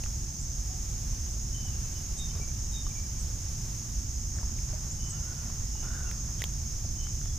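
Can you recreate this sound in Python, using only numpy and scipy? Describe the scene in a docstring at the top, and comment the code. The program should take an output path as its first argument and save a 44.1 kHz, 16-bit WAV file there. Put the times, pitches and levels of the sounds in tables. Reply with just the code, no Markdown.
"""A still river in summer, heard from a small boat: a steady drone of cicadas in the bank trees.
Dense random clicks excite the cicadas' body resonances; filtered noise gives a far low rumble and hiss.
Wet hands on a fish, hook and tackle pat, click and rub as decaying rings, noise snaps and soft grains.
Distant birds whistle and chip as gliding sines, and a hoarse call is a tone broken up by narrow noise.
A small camera adds steady tones and a wavering whine built from three harmonics."""
import sys
import numpy as np
from scipy import signal
from scipy.fft import rfft, irfft, next_fast_len
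from scipy.io import wavfile

SR = 44100
rng = np.random.default_rng(int(sys.argv[2]) if len(sys.argv) > 2 else 0)


def level_to_linear(level):
    """Convert decibel levels to linear amplitude factors, elementwise."""
    exponent = np.asarray(level, float) / 20
    return 10 ** exponent


def store_wav(level_fs):
    """Save 16-bit WAV to argv[1]."""
    pcm = np.round(np.clip(np.atleast_2d(level_fs), -1, 1) * 32767)
    wavfile.write(sys.argv[1], SR, pcm.T.astype(np.int16))


N = 325458

# Levels in the tables apply ahead of echoes and of the sensitivity of the microphone ports.
# Cicada crowds, each tuned alike: f/Hz, width of one resonance/Hz, level/dB, left minus right/dB
CICADA_CROWDS = [(5246, 570, -58, -5), (5520, 1180, -52, -1.5), (6250, 810, -47.5, 1),
                 (6600, 600, -48, -2.5), (7060, 540, -61.5, 17.5), (7650, 1530, -61, 3.5)]
# Hard clicks of hook and tackle: t/s, level/dB, ring f/Hz, snap relative to ring/dB
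TACKLE_CLICKS = [(0.0371, -27, 2700, 4), (.0603, -31, 1280, -1), (4.3856, -31, 1680, -10),
                 (4.587, -35, 2230, -1), (5.8262, -42, 1370, -4), (6.1128, -34.5, 1440, 10),
                 (6.3924, -33, 3300, -2), (6.4033, -32, 3230, 2), (6.4094, -31, 3080, -1),
                 (6.419, -16.5, 1970, 1), (6.4391, -20, 3280, 8), (7.068, -35, 1360, 1),
                 (7.214, -37, 1400, 8), (7.257, -37, 1400, 8)]
# Soft pats of wet hands on the fish: t/s, level/dB, ring f/Hz, decay time T60/s
HAND_PATS = [(1.367, -40, 650, 0.015), (1.652, -38, 797, 0.014), (2.359, -42, 423, 0.048),
             (2.397, -39, 398, 0.051), (2.866, -37.5, 1160, 0.031), (4.429, -35, 940, .02),
             (4.732, -40.5, 618, 0.09), (5.499, -39, 1050, .02), (5.752, -43, 848, 0.04),
             (6.848, -37, 668, 0.023)]
# Bouts of hand movement: start t/s, length/s, level/dB
RUBBING_BOUTS = [(2.355, 0.049, -56.5), (4.327, 0.17, -57.5), (4.693, 0.16, -58), (5.05, 0.56, -59),
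                 (5.833, 0.19, -54), (6.097, 0.37, -62)]
# Level notes of a songbird that sings its phrase twice: start t/s, length/s, start f/Hz, start level/dB
SONG_NOTES = [(2.172, 0.13, 3726, -48.5), (2.29, 0.031, 3070, -56), (2.345, .04, 3710, -61),
              (2.402, 0.05, 2326, -52.5), (2.477, 0.025, 2330, -54), (2.717, 0.11, 3745, -49),
              (2.84, 0.036, 3050, -60), (2.849, 0.044, 3670, -55), (2.903, 0.022, 2355, -54),
              (2.942, .065, 2340, -56.5), (3.012, 0.047, 2350, -62), (3.14, .04, 2335, -64)]
# Chips of a bird that sweeps downward: t/s, peak level/dB, length/s
DOWN_CHIPS = [(.41, -50, 0.028), (1.318, -52, .018), (2.176, -45, 0.027), (3.19, -49, .035),
              (4.362, -53, .018), (5.093, -42.5, 0.032)]
# Chips of a bird that sweeps upward: t/s, peak level/dB, length/s
RISING_CHIPS = [(.385, -40, 0.023), (4.904, -37, .024)]
# Slurred whistles of farther birds: start t/s, length/s, start f/Hz, end f/Hz, start level/dB
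SLURRED_NOTES = [(.69, .1, 735, 715, -59), (1.535, .17, 3030, 2960, -55), (1.71, .2, 2830, 2520, -66),
                 (1.935, .05, 2980, 2920, -61), (4.98, .18, 2990, 2960, -60),
                 (5.155, .045, 2930, 2740, -62), (5.72, .26, 2830, 2930, -62), (5.82, .25, 3530, 3530, -67),
                 (6.05, .05, 2820, 2620, -61), (6.975, .115, 2960, 3050, -56), (7.21, .14, 3400, 3340, -63)]
# Hoarse far call: start t/s, length/s, top f/Hz, level at the top/dB
HOARSE_CALLS = [(5.11, 0.41, 1464, -60), (5.83, 0.28, 1514, -50.5)]
# Steady camera tones: f/Hz, rms level/dB
CAMERA_TONES = [(239.8, -75), (359.6, -68), (599.4, -81), (719.3, -73.5), (839.2, -73), (13667, -91)]
# Camera whine, first three harmonics between dips: rms level/dB
WHINE_HARMONICS = [-64, -67.5, -64.5]
# Shape of the rumble spectrum: f/Hz, relative level per Hz/dB
RUMBLE_SPECTRUM = [(7.1, -23), (12, -4.5), (43, 2.5), (65, 0.5), (117, -5.5), (150, -9.5), (173, -17.5),
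                   (226, -17), (264, -25.5), (355, -28), (390, -34), (500, -54), (650, -86), (1100, -120)]
# Shape of the air and microphone hiss spectrum: f/Hz, relative level per Hz/dB
HISS_SPECTRUM = [(300, 1), (500, 0), (900, -1.5), (1500, -4), (2500, -5), (4000, -5.5), (6000, -3.5),
                 (9000, -8), (12000, -8), (14000, -8), (15000, -9.5), (15500, -23)]
# Likeness of left and right: f/Hz, correlation (0 to 1)
STEREO_LIKENESS = [(60, .99), (200, 0.99), (400, 0.69), (1000, 0.55), (3000, 0.57), (6800, 0.43),
                   (15000, 0.1)]

RUMBLE_DB, HISS_DB = -33.5, -52   # rms; the hiss drifts about its value
CLICK_T60_S, CLICK_BRIGHT_HZ = 0.0095, 3500
PAT_SNAP_DB, PAT_BRIGHT_HZ = -4, 1500
RUB_RISE_DB_PER_S, RUB_FALL_DB_PER_S = 248, 152
NOTE_ATTACK_S, NOTE_RELEASE_S = 0.017, 0.0057
SONG_SAG_PER_S, SONG_FADE_DB_PER_S = 0.196, 30   # share of the pitch, and level, lost along a note
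DOWN_CHIP_HZ, DOWN_CHIP_HZ_PER_S = 8350, -23000
UP_CHIP_HZ, UP_CHIP_HZ_PER_S = 6410, 49000
SLUR_FADE_DB_PER_S, SLUR_ARCH = 25, 0.018   # the arch is a share of the pitch
SLUR_WAVER_HZ = 35   # spread for a note at 3000 Hz
HOARSE_ARCH, HOARSE_ARCH_DB = 0.1, 8.5   # share of pitch, and level, lost at both ends
HOARSE_TOP_AT = 0.45   # place of the top along the call, 0 to 1
WHINE_HZ, FRAME_HZ = 4766, 60000 / 1001


def rms_one(x):
    """Normalization: division by the root mean square gives unit power."""
    return x / np.sqrt(np.mean(x ** 2) + 1e-20)


def at_hz(points, hz):
    """Linear interpolation of a spectrum on a logarithmic frequency axis."""
    table_hz, values = np.array(points).T
    return np.interp(np.log(hz), np.log(table_hz), values)


def drift(rate_hz):
    """Slow random fluctuation: white noise through two equal one-pole low-passes, at unit spread."""
    slow_sr = SR / 20
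    r = np.exp(-2 * np.pi * rate_hz / slow_sr)
    noise = rng.standard_normal(N // 20 + 4002)
    slow = signal.lfilter([1], [1, -2 * r, r * r], noise)[4000:]   # without the run-in
    return np.interp(np.arange(N) / 20, np.arange(len(slow)), rms_one(slow - slow.mean()))


def resonance(x, hz, width_hz):
    """Two-pole resonance: pole radius sets the bandwidth, pole angle the pitch; unit gain at the top."""
    r = np.exp(-np.pi * width_hz / SR)
    poles = [1, -2 * r * np.cos(2 * np.pi * hz / SR), r * r]
    return signal.lfilter([(1 - r * r) / 2, 0, (r * r - 1) / 2], poles, x)


def pair(shared, apart, alike):
    """Interaural correlation: a shared and an opposed part are weighted to give the wanted likeness."""
    opposed = apart * np.array([[1], [-1]])
    return (np.sqrt(1 + alike) * shared + np.sqrt(1 - alike) * opposed) / np.sqrt(2)


def coloured(spectrum):
    """Spectral shaping: white noise weighted in frequency, silent outside the spectrum, at unit power."""
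    size = next_fast_len(N)
    hz = np.maximum(np.arange(size // 2 + 1) * SR / size, 1)
    inside = (hz > spectrum[0][0]) * (hz < spectrum[-1][0])
    gain = level_to_linear(at_hz(spectrum, hz)) * inside
    shared, apart = rfft(rng.standard_normal((2, size))) * gain
    alike = np.clip(at_hz(STEREO_LIKENESS, hz), 0, 1)
    return rms_one(irfft(pair(shared, apart, alike), size)[:, :N])


def leaves_echo(x, wet_db, t60):
    """Diffuse reverberation: trees and water return a smear of noise that decays exponentially."""
    t = np.arange(round(t60 * SR)) / SR
    noise = rng.standard_normal((2, len(t)))
    tail = noise * level_to_linear(-60 * t / t60) * (t > 0.008)   # first return after 8 ms
    tail = tail / np.sqrt(np.sum(tail ** 2, axis=1, keepdims=True))
    return x + level_to_linear(wet_db) * signal.fftconvolve(x[None], tail, axes=1)[:, :N]


def cicadas(clicks_per_s, waver_db):
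    """Superposition of resonant impulses: tymbal clicks blur into a drone at each crowd's pitch."""
    out = 0
    for hz, width_hz, level_db, pan_db in CICADA_CROWDS:
        clicks = (rng.random((2, N)) < clicks_per_s / SR) * rng.standard_normal((2, N))
        song = clicks
        for _ in range(3):   # body of the insect, steep skirts
            song = resonance(song, hz, width_hz)
        waver = waver_db * (drift(5.8) + 0.5 * drift(25))
        lean = pan_db * np.array([[0.5], [-0.5]])
        alike = np.clip(at_hz(STEREO_LIKENESS, hz), 0, 1)
        crowd = pair(*rms_one(song), alike) * np.sqrt(2)   # 3 dB above the tabled level
        out = out + level_to_linear(level_db + waver + lean) * crowd
    return out


def knocks(rows, bright_hz):
    """Damped free vibration: each touch is a decaying ring with a low-passed noise snap on top."""
    out, t = np.zeros(N), np.arange(2000) / SR
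    cracks = rng.standard_normal((len(rows), len(t)))
    rise = np.clip((t - 0.0008) / 0.0002, 0, 1)
    dull = np.exp(-2 * np.pi * bright_hz / SR)
    for (s, level_db, hz, t60, snap_db), crack in zip(rows, cracks):
        ring = np.sin(2 * np.pi * hz * t) * level_to_linear(-60 * t / t60)
        noise = rms_one(signal.lfilter([1], [1, -dull], crack))
        snap = level_to_linear(snap_db) * noise * level_to_linear(-60 * t / np.minimum(t60, 0.006))
        out[round(s * SR) + np.arange(len(t))] += level_to_linear(level_db) * rise * (ring + snap)
    return out


def hands():
    """Contact excitation: soft pats snap dull, hard clicks of hook and tackle ring short and snap bright."""
    pats = [(s, level_db, hz, t60, PAT_SNAP_DB) for s, level_db, hz, t60 in HAND_PATS]
    clicks = [(s, level_db, hz, CLICK_T60_S, snap_db) for s, level_db, hz, snap_db in TACKLE_CLICKS]
    return knocks(pats, PAT_BRIGHT_HZ) + knocks(clicks, CLICK_BRIGHT_HZ)


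def rustle(grains_per_s):
    """Granular friction: wet hands rub in clumped soft grains, band-passed, swelling with each bout."""
    clumping = level_to_linear(3 * drift(15))
    grains = (rng.random(N) < grains_per_s * clumping / SR) * rng.standard_normal(N)
    dull_band = signal.butter(2, [350, 1600], "band", fs=SR, output="sos")
    band = signal.sosfilt(dull_band, grains)
    t = np.arange(N) / SR
    bouts = np.zeros(N)
    for s, length, level_db in RUBBING_BOUTS:
        before = RUB_RISE_DB_PER_S * np.maximum(s - t, 0)
        after = RUB_FALL_DB_PER_S * np.maximum(t - s - length, 0)
        bouts += level_to_linear(level_db - before - after)
    return bouts * rms_one(band)


def whistles(notes, fade_db_per_s, arch, waver_hz, flutter_db):
    """Frequency modulation: near sines glide over an arch, made unsteady on their way through the air."""
    out = np.zeros(N)
    flutter = level_to_linear(flutter_db * drift(35))
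    waver = waver_hz * drift(45)
    for s, length, start_hz, end_hz, level_db in notes:
        t = np.arange(round(length * SR)) / SR
        at = round(s * SR) + np.arange(len(t))
        edges = np.clip(np.minimum(t / NOTE_ATTACK_S, (length - t) / NOTE_RELEASE_S), 0, 1)
        glide = start_hz + (end_hz - start_hz) * t / length
        pitch = glide * (1 + arch * np.sin(np.pi * t / length)) + waver[at] * start_hz / 3000
        tone = np.sin(2 * np.pi * np.cumsum(pitch) / SR)
        out[at] += np.sqrt(2) * level_to_linear(level_db - fade_db_per_s * t) * edges * tone
    return out * flutter


def songbird():
    """Falling driving effort: every note sags a little in pitch and fades as the effort runs down."""
    notes = [(s, length, hz, hz * (1 - SONG_SAG_PER_S * length), level_db)
             for s, length, hz, level_db in SONG_NOTES]
    return whistles(notes, SONG_FADE_DB_PER_S, arch=0, waver_hz=5, flutter_db=1.2)


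def chips(rows, start_hz, hz_per_s):
    """Linear frequency sweep: each chip is a short sine of steeply changing pitch."""
    out = np.zeros(N)
    for s, peak_db, length in rows:
        u = np.linspace(0, 1, round(length * SR))
        at = round(s * SR) + np.arange(len(u))
        sweep = np.sin(2 * np.pi * np.cumsum(start_hz + hz_per_s * length * u) / SR)
        out[at] += level_to_linear(peak_db) * np.sin(np.pi * u) ** 0.077 * sweep   # nearly flat envelope
    return out


def chipping_birds():
    """Opposite sweeps: one bird chips downward about once a second, another upward."""
    down = chips(DOWN_CHIPS, DOWN_CHIP_HZ, DOWN_CHIP_HZ_PER_S)
    return down + chips(RISING_CHIPS, UP_CHIP_HZ, UP_CHIP_HZ_PER_S)


def slurring_birds():
    """Gliding tones: farther birds slur their whistles, with strong flutter in the air."""
    return whistles(SLURRED_NOTES, SLUR_FADE_DB_PER_S, SLUR_ARCH, SLUR_WAVER_HZ, flutter_db=2.5)


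def hoarse_call(width_hz, clear):
    """Noise modulation: an animal's tone arches with the effort, and narrow noise breaks it up."""
    out = np.zeros(N)
    rough = np.clip(clear, 0, 1) + drift(width_hz)
    for s, length, hz, level_db in HOARSE_CALLS:
        t = np.arange(round(length * SR)) / SR
        slack = np.interp(t / length, [0, HOARSE_TOP_AT, 1], [1, 0, 1]) ** 2
        edges = np.clip(np.minimum(t, length - t) / 0.014, 0, 1)
        tone = np.sin(2 * np.pi * np.cumsum(hz * (1 - HOARSE_ARCH * slack)) / SR)
        call = level_to_linear(level_db - HOARSE_ARCH_DB * slack) * edges * tone
        out[round(s * SR) + np.arange(len(t))] += call
    return out * rough


def camera(waver_hz, dip, dip_at):
    """Periodic modulation: steady tones, and a whine of wavering pitch that dips once a picture frame."""
    t = np.arange(N) / SR
    hum = sum(np.sqrt(2) * level_to_linear(level_db) * np.sin(2 * np.pi * hz * t) for hz, level_db in CAMERA_TONES)
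    phase = 2 * np.pi * np.cumsum(WHINE_HZ + waver_hz * drift(147)) / SR
    whine = sum(np.sqrt(2) * level_to_linear(level_db) * np.sin(k * phase)
                for k, level_db in enumerate(WHINE_HARMONICS, start=1))
    frame_phase = 2 * np.pi * (FRAME_HZ * t - dip_at)   # dip_at is a share of the frame
    gate = 1 - np.clip(dip, 0, 1) * np.exp(2.0 * (np.cos(frame_phase) - 1))
    return hum + whine * gate


def far_rumble():
    """Low-frequency noise: a steady spectrum, strongest in the bass and nearly alike on both sides."""
    return level_to_linear(RUMBLE_DB) * coloured(RUMBLE_SPECTRUM)


def air_hiss():
    """Broadband noise: air and microphone hiss whose level drifts slowly."""
    return level_to_linear(HISS_DB + 0.94 * drift(1.84)) * coloured(HISS_SPECTRUM)


def scene():
    """Linear superposition: all sources add, with a longer and stronger echo for the farther birds."""
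    drone = cicadas(clicks_per_s=6000, waver_db=-0.5)
    near = leaves_echo(hands() + rustle(grains_per_s=2500), wet_db=-16, t60=0.12)
    birds = leaves_echo(songbird() + chipping_birds(), wet_db=-6, t60=0.07)
    far_calls = slurring_birds() + hoarse_call(width_hz=120, clear=1.0)
    farther = leaves_echo(far_calls, wet_db=-3, t60=0.3)
    device = camera(waver_hz=46.3, dip=0.65, dip_at=0.39)
    return drone + near + birds + farther + device + far_rumble() + air_hiss()


def band_limit(x):
    """A steep low-pass at the top of the band."""
    return signal.sosfilt(signal.butter(12, 15730, fs=SR, output="sos"), x)


def record(dry):
    """Transducer response: the left port is a little less sensitive, and the top is cut steeply."""
    ports = dry * level_to_linear(np.array([[-0.9], [0.85]]))   # left, right
    top_cut = signal.ellip(8, 0.5, 30, 15150, fs=SR, output="sos")
    mix = signal.sosfilt(top_cut, ports)
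    return band_limit(mix)


dry = scene()
out = record(dry)
store_wav(out)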